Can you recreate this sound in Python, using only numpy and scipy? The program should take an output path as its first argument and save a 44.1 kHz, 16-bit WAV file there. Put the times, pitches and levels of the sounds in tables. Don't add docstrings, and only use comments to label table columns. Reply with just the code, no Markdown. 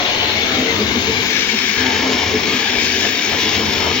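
import sys
import numpy as np
from scipy import signal
from scipy.fft import rfft, irfft, next_fast_len
from scipy.io import wavfile
from scipy.ndimage import uniform_filter1d, map_coordinates

SR = 44100
rng = np.random.default_rng(int(sys.argv[2]) if len(sys.argv) > 2 else 0)


def materialize(psi):
    bounded = np.clip(np.atleast_2d(psi).T, -1, 1)
    quanta = np.round(bounded * 32767).astype(np.int16)
    wavfile.write(sys.argv[1], SR, quanta)


N = 176400
TIME_S = np.arange(N) / SR


def amp(db):
    return 10 ** (np.asarray(db) / 20)


def unit(x):
    return x / np.sqrt(np.mean(x ** 2) + 1e-20)


def colour(points):
    points_hz, db = np.transpose(points)
    return lambda hz: amp(np.interp(np.log(hz + 1), np.log(points_hz + 1), db))


def resonances(modes):
    return lambda f: sum(amp(db) * 1j * f * width / (hz * hz - f * f + 1j * f * width)
                         for hz, width, db in modes)


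def steep_peak(hz, width_hz):
    return lambda f: resonances([(hz, width_hz, 0)])(f) ** 2


def curves(rows):
    times_s, *columns = np.transpose(rows)
    return [np.interp(TIME_S, times_s, column) for column in columns]


def wobble(rate_hz):
    knots = rng.standard_normal(int(N * rate_hz / SR) + 4)
    return map_coordinates(knots, [TIME_S * rate_hz])


def swell(peak_s, half_width_s):
    return np.exp(-((TIME_S - peak_s) / half_width_s) ** 2)


def fuzzy_tone(hz, width_hz):
    pitch_hz = hz + width_hz / 2 * wobble(2 * width_hz)
    return np.sqrt(2) * np.sin(2 * np.pi * (np.cumsum(pitch_hz) / SR + rng.random()))


def filtered(x, response):
    size = next_fast_len(N + SR // 2)
    return irfft(rfft(x, size) * response(np.fft.rfftfreq(size, 1 / SR)), size)[..., :N]


def shifted(x, hz):
    return np.real(signal.hilbert(x) * np.exp(2j * np.pi * np.cumsum(hz) / SR))


def rush(response, diffuse, patchy_db):
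    spectra = signal.stft(rng.standard_normal((3, N)), nperseg=1024)[2]
    patches = uniform_filter1d(rng.standard_normal(spectra.shape[1:]), size=4, axis=0)
    patches = uniform_filter1d(patches, size=10, axis=1)
    noise = signal.istft(spectra * amp(patchy_db * unit(patches)), nperseg=1024)[1][:, :N]
    pair = np.sqrt(1 - diffuse) * noise[0] + np.sqrt(diffuse) * noise[1:]
    return unit(filtered(pair, response))


def placed(sound, lead_ms, left_db):
    side = np.array([[0.5], [-0.5]])
    positions = np.arange(N) + side * lead_ms * SR / 1000
    pair = np.broadcast_to(sound, (2, N))
    delayed = [map_coordinates(channel, [at], mode="mirror") for channel, at in zip(pair, positions)]
    return np.array(delayed) * amp(side * left_db)


# frequency in Hz, width in Hz, gain in dB.
HOUSING_MODES = [(216, 16, -4.5), (254.3, 12.7, 2), (307, 80, -0.5), (393, 65, -1), (433, 13, 2.5),
                 (453, 11, -7)]
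# frequency in Hz, gain in dB.
HOUSING_SKIRT = [(90, -18), (170, -6), (210, 3.5), (470, -3.5), (540, -9.5), (900, -32), (2000, -52)]


def housing(hz):
    return resonances(HOUSING_MODES)(hz) * colour(HOUSING_SKIRT)(hz)


# time in seconds, boom and housing gains in dB.
IDLE_LEVELS = [(0, -35.5, -36.5), (.3, -34, -31), (.54, -35, -27.5), (.6, -36.5, -26.5), (1.15, -37.5, -26),
               (1.42, -39.5, -30), (1.7, -42, -30.5), (1.9, -41.5, -28.5), (2.6, -41.5, -28.5),
               (2.85, -35, -28), (3.05, -38, -27), (3.2, -42, -30.5), (3.5, -41, -29), (3.85, -40.5, -27.5),
               (4, -40, -29)]
# start and end in seconds, boom and housing rises in dB.
BITES = [(0.526, 1.24, 6.5, -0.5), (1.77, 2.57, 8.5, 1.5), (3.274, 4.1, 10, 2)]
# frequency in Hz, gain in dB.
BOOM_SPECTRUM = [(30, -36), (55, -22), (68, -9.5), (78, -1), (95, -0.5), (120, -6), (170, -6), (230, -33),
                 (500, -62)]
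HUM_TONES = [(215, -15), (252, -14), (385, -9), (437, -12)]


def rumble():
    ramp_s = 0.024
    boom_db, body_db = curves(IDLE_LEVELS)
    for start_s, end_s, boom_rise_db, body_rise_db in BITES:
        inside_s = np.minimum(TIME_S - start_s, end_s - TIME_S)
        bite = np.clip(inside_s / ramp_s + 0.5, 0, 1)
        boom_db += boom_rise_db * bite
        body_db += body_rise_db * bite
    boom = rush(colour(BOOM_SPECTRUM), diffuse=0.15, patchy_db=0.5)
    boom += amp(-7) * fuzzy_tone(79, width_hz=12)
    hum = sum(amp(db) * fuzzy_tone(hz, width_hz=13) for hz, db in HUM_TONES)
    flutter_db = 0.47 * wobble(24.63)
    body = rush(housing, diffuse=0.25, patchy_db=0.8) + hum
    sound = amp(boom_db - 1.5) * boom + amp(body_db - 0.16 + flutter_db) * body
    return placed(sound, lead_ms=0.03, left_db=3)


# time in seconds, low and high band gains in dB.
AIR_LEVELS = [(0.0, -28.5, -30.5), (0.45, -30.5, -37.5), (0.62, -28, -34.5), (0.85, -31.5, -33.5),
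              (1.08, -38.5, -32), (1.4, -37.5, -35.5), (1.72, -48, -35), (1.88, -29, -30), (2.15, -31, -30),
              (2.5, -33, -32.5), (2.9, -37, -35), (3.25, -35.5, -35.5), (3.35, -40, -31.5),
              (3.55, -33.5, -30.5), (3.7, -34, -32.5), (3.88, -29, -28.5), (4.0, -43, -35.5)]
# time in seconds, gain in dB.
SUCTION_LEVELS = [(0, -26), (.25, -25), (.6, -25.5), (1.1, -31.5), (1.6, -31.5), (4, -66)]
# frequency in Hz, gain in dB.
AIR_LOW_SPECTRUM = [(100, -20), (300, 0.5), (520, 2.5), (720, 0), (850, -6.5), (1300, -48)]
AIR_HIGH_SPECTRUM = [(550, -38), (780, 2), (900, 3), (1050, -2), (1250, -1.5), (1500, -4), (2200, -3.5),
                     (4000, -75)]
SUCTION_SPECTRUM = [(600, -12.5), (1200, 0), (1700, -0.5), (2200, -1.5), (2600, -0.5), (3100, -0.5),
                    (3700, -2.5), (4000, -1), (4400, 0), (4800, -7.5), (6500, -7), (7500, -22.5)]
# frequency in Hz, width in Hz, gain in dB.
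HOSE_MODES = [(723, 33, 2), (909, 61, 0), (1030, 42, -1.5)]


def vacuum():
    low_db, high_db = curves(AIR_LEVELS)
    hiss_db, = curves(SUCTION_LEVELS)
    low = amp(low_db + 1) * rush(colour(AIR_LOW_SPECTRUM), diffuse=0.19, patchy_db=2)
    high = amp(high_db + 2) * rush(colour(AIR_HIGH_SPECTRUM), diffuse=0.62, patchy_db=3)
    hiss = amp(hiss_db + 2.5) * rush(colour(SUCTION_SPECTRUM), diffuse=0.98, patchy_db=3.5)
    hose = amp(high_db - 3.5) * rush(resonances(HOSE_MODES), diffuse=0.15, patchy_db=0.5)
    air = placed(low, lead_ms=0.21, left_db=2) + placed(high + hose, lead_ms=0.14, left_db=4)
    return air + placed(hiss, lead_ms=-0.11, left_db=4)


# time in seconds, base pitch in Hz, gain in dB.
FALLING_GLIDE = [(0, 144.2, -36.5), (.27, 143.8, -36), (.42, 136.5, -38), (.55, 130.5, -36),
                 (.68, 125.5, -41), (.9, 116, -56), (1.2, 113, -70)]
# multiple of the base pitch, gain in dB.
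FALLING_ORDERS = [(5, -6), (6, 0)]


def falling_notes():
    base_hz, level_db = curves(FALLING_GLIDE)
    notes = sum(amp(db) * fuzzy_tone(order * base_hz, width_hz=7.9) for order, db in FALLING_ORDERS)
    return placed(amp(level_db) * notes, lead_ms=0.12, left_db=1)


# time in seconds, low and high ring gains in dB.
RING_LEVELS = [(0.0, -41, -33), (0.4, -42, -31), (0.85, -35, -32), (1.08, -33.5, -29), (1.18, -32, -28.5),
               (1.4, -27.5, -25.5), (1.6, -31.5, -25.5), (1.8, -24.5, -24), (2.15, -29, -25),
               (2.5, -32, -26.5), (2.58, -26.5, -24.5), (2.7, -25.5, -23), (2.85, -28.5, -26),
               (2.97, -26, -26), (3.25, -28, -27), (3.45, -29.5, -28.5), (4.0, -33.5, -28.5)]
# time in seconds, pitch in Hz.
RING_PITCH = [(0, 2230), (.7, 2190), (1.2, 2259), (2.5, 2240), (2.7, 2285), (3.0, 2252), (3.2, 2322),
              (3.4, 2225), (4, 2236)]
# time in seconds, rasp and fizz gains in dB.
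ABRASION_LEVELS = [(0.0, -26, -45), (0.25, -27, -42.5), (0.6, -28.5, -38.5), (1.0, -28, -33),
                   (1.4, -26.5, -29.5), (1.75, -25, -28.5), (2.0, -25, -29), (2.26, -24.5, -28.5),
                   (2.36, -26.5, -30.5), (2.46, -25, -29.5), (2.7, -25, -29), (3.0, -23.5, -25.5),
                   (3.17, -25.5, -29.5), (3.45, -23.5, -28.5), (3.7, -24.5, -28.5), (4.0, -24, -31.5)]
# frequency in Hz, gain in dB.
RASP_SPECTRUM = [(1200, -26), (1950, -4.5), (2550, -1.5), (3100, 1), (3400, 0), (3720, 0.5), (4050, -4.5),
                 (4400, -5.5), (4700, -19), (5600, -43)]
FIZZ_SPECTRUM = [(3500, -23), (4500, 2.5), (4900, 0), (5200, 1.5), (5400, 0), (5600, -0.5), (6000, -2),
                 (6600, -3), (7300, -10), (9000, -17), (14000, -15)]
# time in seconds, left lead in ms, base left-over-right in dB.
DISC_DIRECTION = [(0, 0.23, 12), (.6, 0.19, 16.5), (1.2, 0.23, 13), (1.35, 0.11, 13.5), (1.7, 0.075, 11),
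                  (1.9, 0.026, 6.5), (2.3, 0.023, 7.5), (2.8, 0.067, 9.5), (3.15, 0.054, 8.5),
                  (3.4, 0.04, 7.5), (4, 0.039, 8.5)]


def grinding():
    low_hz, high_hz = 1687, 2248
    low_db, high_db = curves(RING_LEVELS)
    pitch_hz, = curves(RING_PITCH)
    rasp_db, fizz_db = curves(ABRASION_LEVELS)
    lead_ms, left_db = curves(DISC_DIRECTION)
    low = amp(low_db - 4) * rush(steep_peak(low_hz, width_hz=280), diffuse=0.32, patchy_db=1.5)
    high = amp(high_db - 2.5) * rush(steep_peak(high_hz, width_hz=325), diffuse=0.37, patchy_db=1.1)
    rings = low + shifted(high, pitch_hz - high_hz)
    rasp = amp(rasp_db + 2.5) * rush(colour(RASP_SPECTRUM), diffuse=0.42, patchy_db=1.5)
    fizz = amp(fizz_db + 0.63) * rush(colour(FIZZ_SPECTRUM), diffuse=0.3, patchy_db=2.7)
    chatter = amp(0.99 * wobble(220) + 0.29 * wobble(27))
    return chatter * (placed(rings, lead_ms, left_db + 4)
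                      + placed(rasp, lead_ms, left_db - 3.5)
                      + placed(fizz, lead_ms, left_db + 2))


# time in seconds, gain in dB.
WHINE_LEVELS = [(0, -5), (1.05, -13), (1.4, -4), (1.75, 3), (2.05, 3), (2.5, 1), (3, 0), (3.45, 5), (4, 1)]


def drive_whine():
    whine_hz, drift_hz = 5396, 4
    level_db, = curves(WHINE_LEVELS)
    tone = np.sin(2 * np.pi * np.cumsum(whine_hz + drift_hz * wobble(14)) / SR)
    flicker = amp([2.5 * wobble(11) for _ in range(2)])
    halo = amp(-0.5) * rush(steep_peak(whine_hz, width_hz=300), diffuse=0.17, patchy_db=-1.5)
    return placed(amp(level_db - 40) * (tone * flicker + halo), lead_ms=0.028, left_db=14)


# frequency in Hz, gain in dB.
TOP_HISS_SPECTRUM = [(13500, -40), (14400, -22), (14800, -6), (15300, -2), (15700, 0), (15900, -10)]


def top_hiss():
    hiss = amp(-42) * rush(colour(TOP_HISS_SPECTRUM), diffuse=0.46, patchy_db=4.5)
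    return placed(hiss, lead_ms=0, left_db=9.5)


# peak time and half-width in seconds, pitch in Hz, level in dB.
MOANS = [(.04, 0.074, 719, -30), (.24, .05, 698, -35), (.6, 0.039, 560, -34.5), (1.9, .11, 905, -32),
         (2.13, 0.15, 1043, -35.5), (3.05, 0.19, 714, -40), (3.45, .14, 1015, -36.5)]


def hose_moans():
    moans = sum(amp(db) * swell(peak_s, width_s) * fuzzy_tone(hz, width_hz=22)
                for peak_s, width_s, hz, db in MOANS)
    return placed(moans, lead_ms=0.1, left_db=1)


# peak time and half-width in seconds, rasp and fizz levels in dB.
SURGES = [(.08, 0.037, -26, -49), (1.99, 0.025, -28, -33), (2.12, 0.016, -30, -28), (2.21, .012, -39, -31),
          (2.61, 0.043, -28, -50), (2.83, 0.04, -38, -29), (3.07, .035, -27, -45), (3.25, 0.046, -28, -27),
          (3.32, .03, -26, -34), (3.42, 0.028, -23, -26), (3.55, 0.036, -22, -31), (3.87, .03, -34, -43),
          (3.96, .03, -30, -30)]


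def surges():
    rasp_gain = sum(amp(db) * swell(peak_s, width_s) for peak_s, width_s, db, _ in SURGES)
    fizz_gain = sum(amp(db) * swell(peak_s, width_s) for peak_s, width_s, _, db in SURGES)
    rasp = rasp_gain * rush(colour(RASP_SPECTRUM), diffuse=0.37, patchy_db=0.5)
    fizz = fizz_gain * rush(colour(FIZZ_SPECTRUM), diffuse=0.29, patchy_db=4)
    chatter = amp(1.7 * wobble(160))
    return chatter * placed(rasp + fizz, *curves(DISC_DIRECTION))


# peak time and half-width in seconds, pitch in Hz, gain in dB.
SQUEALS = [(0.208, 0.04, 3070, -27), (0.39, 0.038, 2240, -27.5), (0.435, 0.025, 3490, -27.5),
           (.695, 0.024, 2060, -27), (1.176, 0.027, 2260, -25.5), (2.282, 0.027, 2360, -28),
           (2.681, 0.021, 1663, -27), (2.806, 0.045, 2265, -25.5), (3.24, 0.039, 2360, -28),
           (3.87, 0.046, 3090, -28)]


def disc_squeals():
    squeals = sum(amp(db) * swell(peak_s, width_s) * fuzzy_tone(hz, width_hz=100)
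                  for peak_s, width_s, hz, db in SQUEALS)
    roughness = amp(1.6 * wobble(90) + 0.5)
    return placed(squeals * roughness, *curves(DISC_DIRECTION))


# peak time in seconds, level in dB.
THUDS = [(.26, -43), (.46, -37), (1.27, -41), (1.78, -35), (2.27, -48), (2.78, -31), (3.77, -37)]


def microphone_thuds():
    thud_hz, width_s = 42, 0.011
    thuds = sum(amp(db) * swell(peak_s, width_s) * np.sin(2 * np.pi * (thud_hz * TIME_S + rng.random()))
                for peak_s, db in THUDS)
    stir_response = colour([(20, -1), (45, 0), (120, -23), (500, -60)])
    stir = amp(-64) * rush(stir_response, diffuse=1, patchy_db=4)
    return placed(thuds, lead_ms=0, left_db=5) + stir


# peak time and half-width in seconds, knock gain in dB,
# ring pitch in Hz, ring level in dB.
JUDDERS = [(0.596, .025, -20.5, 248.7, -24), (.635, 0.049, -26, 254, -25), (.69, 0.065, -32, 452, -27.5),
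           (0.813, 0.016, -21.5, 435.5, -19.5), (.81, .045, -30, 212, -26), (.957, 0.031, -21, 224.3, -23),
           (1.098, 0.027, -20.5, 435, -21.5), (1.54, 0.03, -24, 218.6, -24.5),
           (1.855, .055, -32, 253, -24.5), (2.065, 0.072, -27, 257.7, -22), (2.15, 0.021, -24, 428.6, -29),
           (2.35, 0.019, -17.5, 437.4, -18), (2.36, 0.033, -30, 214.7, -27), (2.47, 0.052, -29, 432, -28.5),
           (2.54, 0.032, -27, 256, -28), (2.72, 0.044, -43, 250, -32.5), (2.83, .035, -40, 248, -30),
           (2.98, 0.031, -29, 381, -33), (3.28, 0.023, -31, 360, -29.5), (3.48, 0.036, -28, 316.6, -29),
           (3.605, .035, -20, 240, -24), (3.66, .05, -34, 218, -25.5), (3.76, 0.036, -30, 435, -31),
           (3.83, 0.026, -29, 310, -31), (3.89, .04, -26, 447, -28.5)]


def judders():
    knock_rate_hz, scatter_periods = 107.8, 0.16
    beats = np.arange(-6, 7)
    knocks, ring = np.zeros(N), np.zeros(N)
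    for peak_s, width_s, knock_db, ring_hz, ring_db in JUDDERS:
        offsets_s = (beats + scatter_periods * rng.standard_normal(len(beats))) / knock_rate_hz
        samples = np.clip((peak_s + offsets_s) * SR, 0, N - 1).astype(int)
        strengths = amp(knock_db) * np.exp(-2 * (offsets_s / width_s) ** 2)
        np.add.at(knocks, samples, strengths)
        ring += amp(ring_db) * swell(peak_s, width_s) * fuzzy_tone(ring_hz, width_hz=12)
    return placed(amp(43) * filtered(knocks, housing) + ring, lead_ms=0.03, left_db=2.5)


# peak time and half-width in seconds, level in dB.
SCUFFS = [(2.772, 0.018, -26), (3.06, 0.035, -26), (3.338, 0.021, -23.5), (3.627, 0.023, -29.5),
          (3.88, 0.02, -27)]
# frequency in Hz, gain in dB.
SCUFF_SPECTRUM = [(250, -1), (500, 9.5), (900, 2), (1400, 3), (2000, -21), (3200, 4), (5000, -31)]


def disc_scuffs():
    lead_ms, _ = curves(DISC_DIRECTION)
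    gain = sum(amp(db) * swell(peak_s, width_s) for peak_s, width_s, db in SCUFFS)
    scuffs = gain * rush(colour(SCUFF_SPECTRUM), diffuse=0.14, patchy_db=-1.5)
    return placed(scuffs, lead_ms, left_db=4)


def scene():
    running = rumble() + vacuum() + falling_notes() + grinding() + drive_whine() + top_hiss()
    events = hose_moans() + surges() + disc_squeals() + microphone_thuds() + judders() + disc_scuffs()
    return running + events


# frequency in Hz, gain in dB.
TREBLE_DIP = [(7000, 0), (7380, -2), (7800, -22), (9000, -18), (9800, -11), (11000, -17), (13500, -21),
              (14600, 0)]
BAND_LIMIT_HZ = 15950


def record(dry):
    return filtered(dry, lambda hz: colour(TREBLE_DIP)(hz) * (hz < BAND_LIMIT_HZ))


dry = scene()
out = record(dry)
materialize(out)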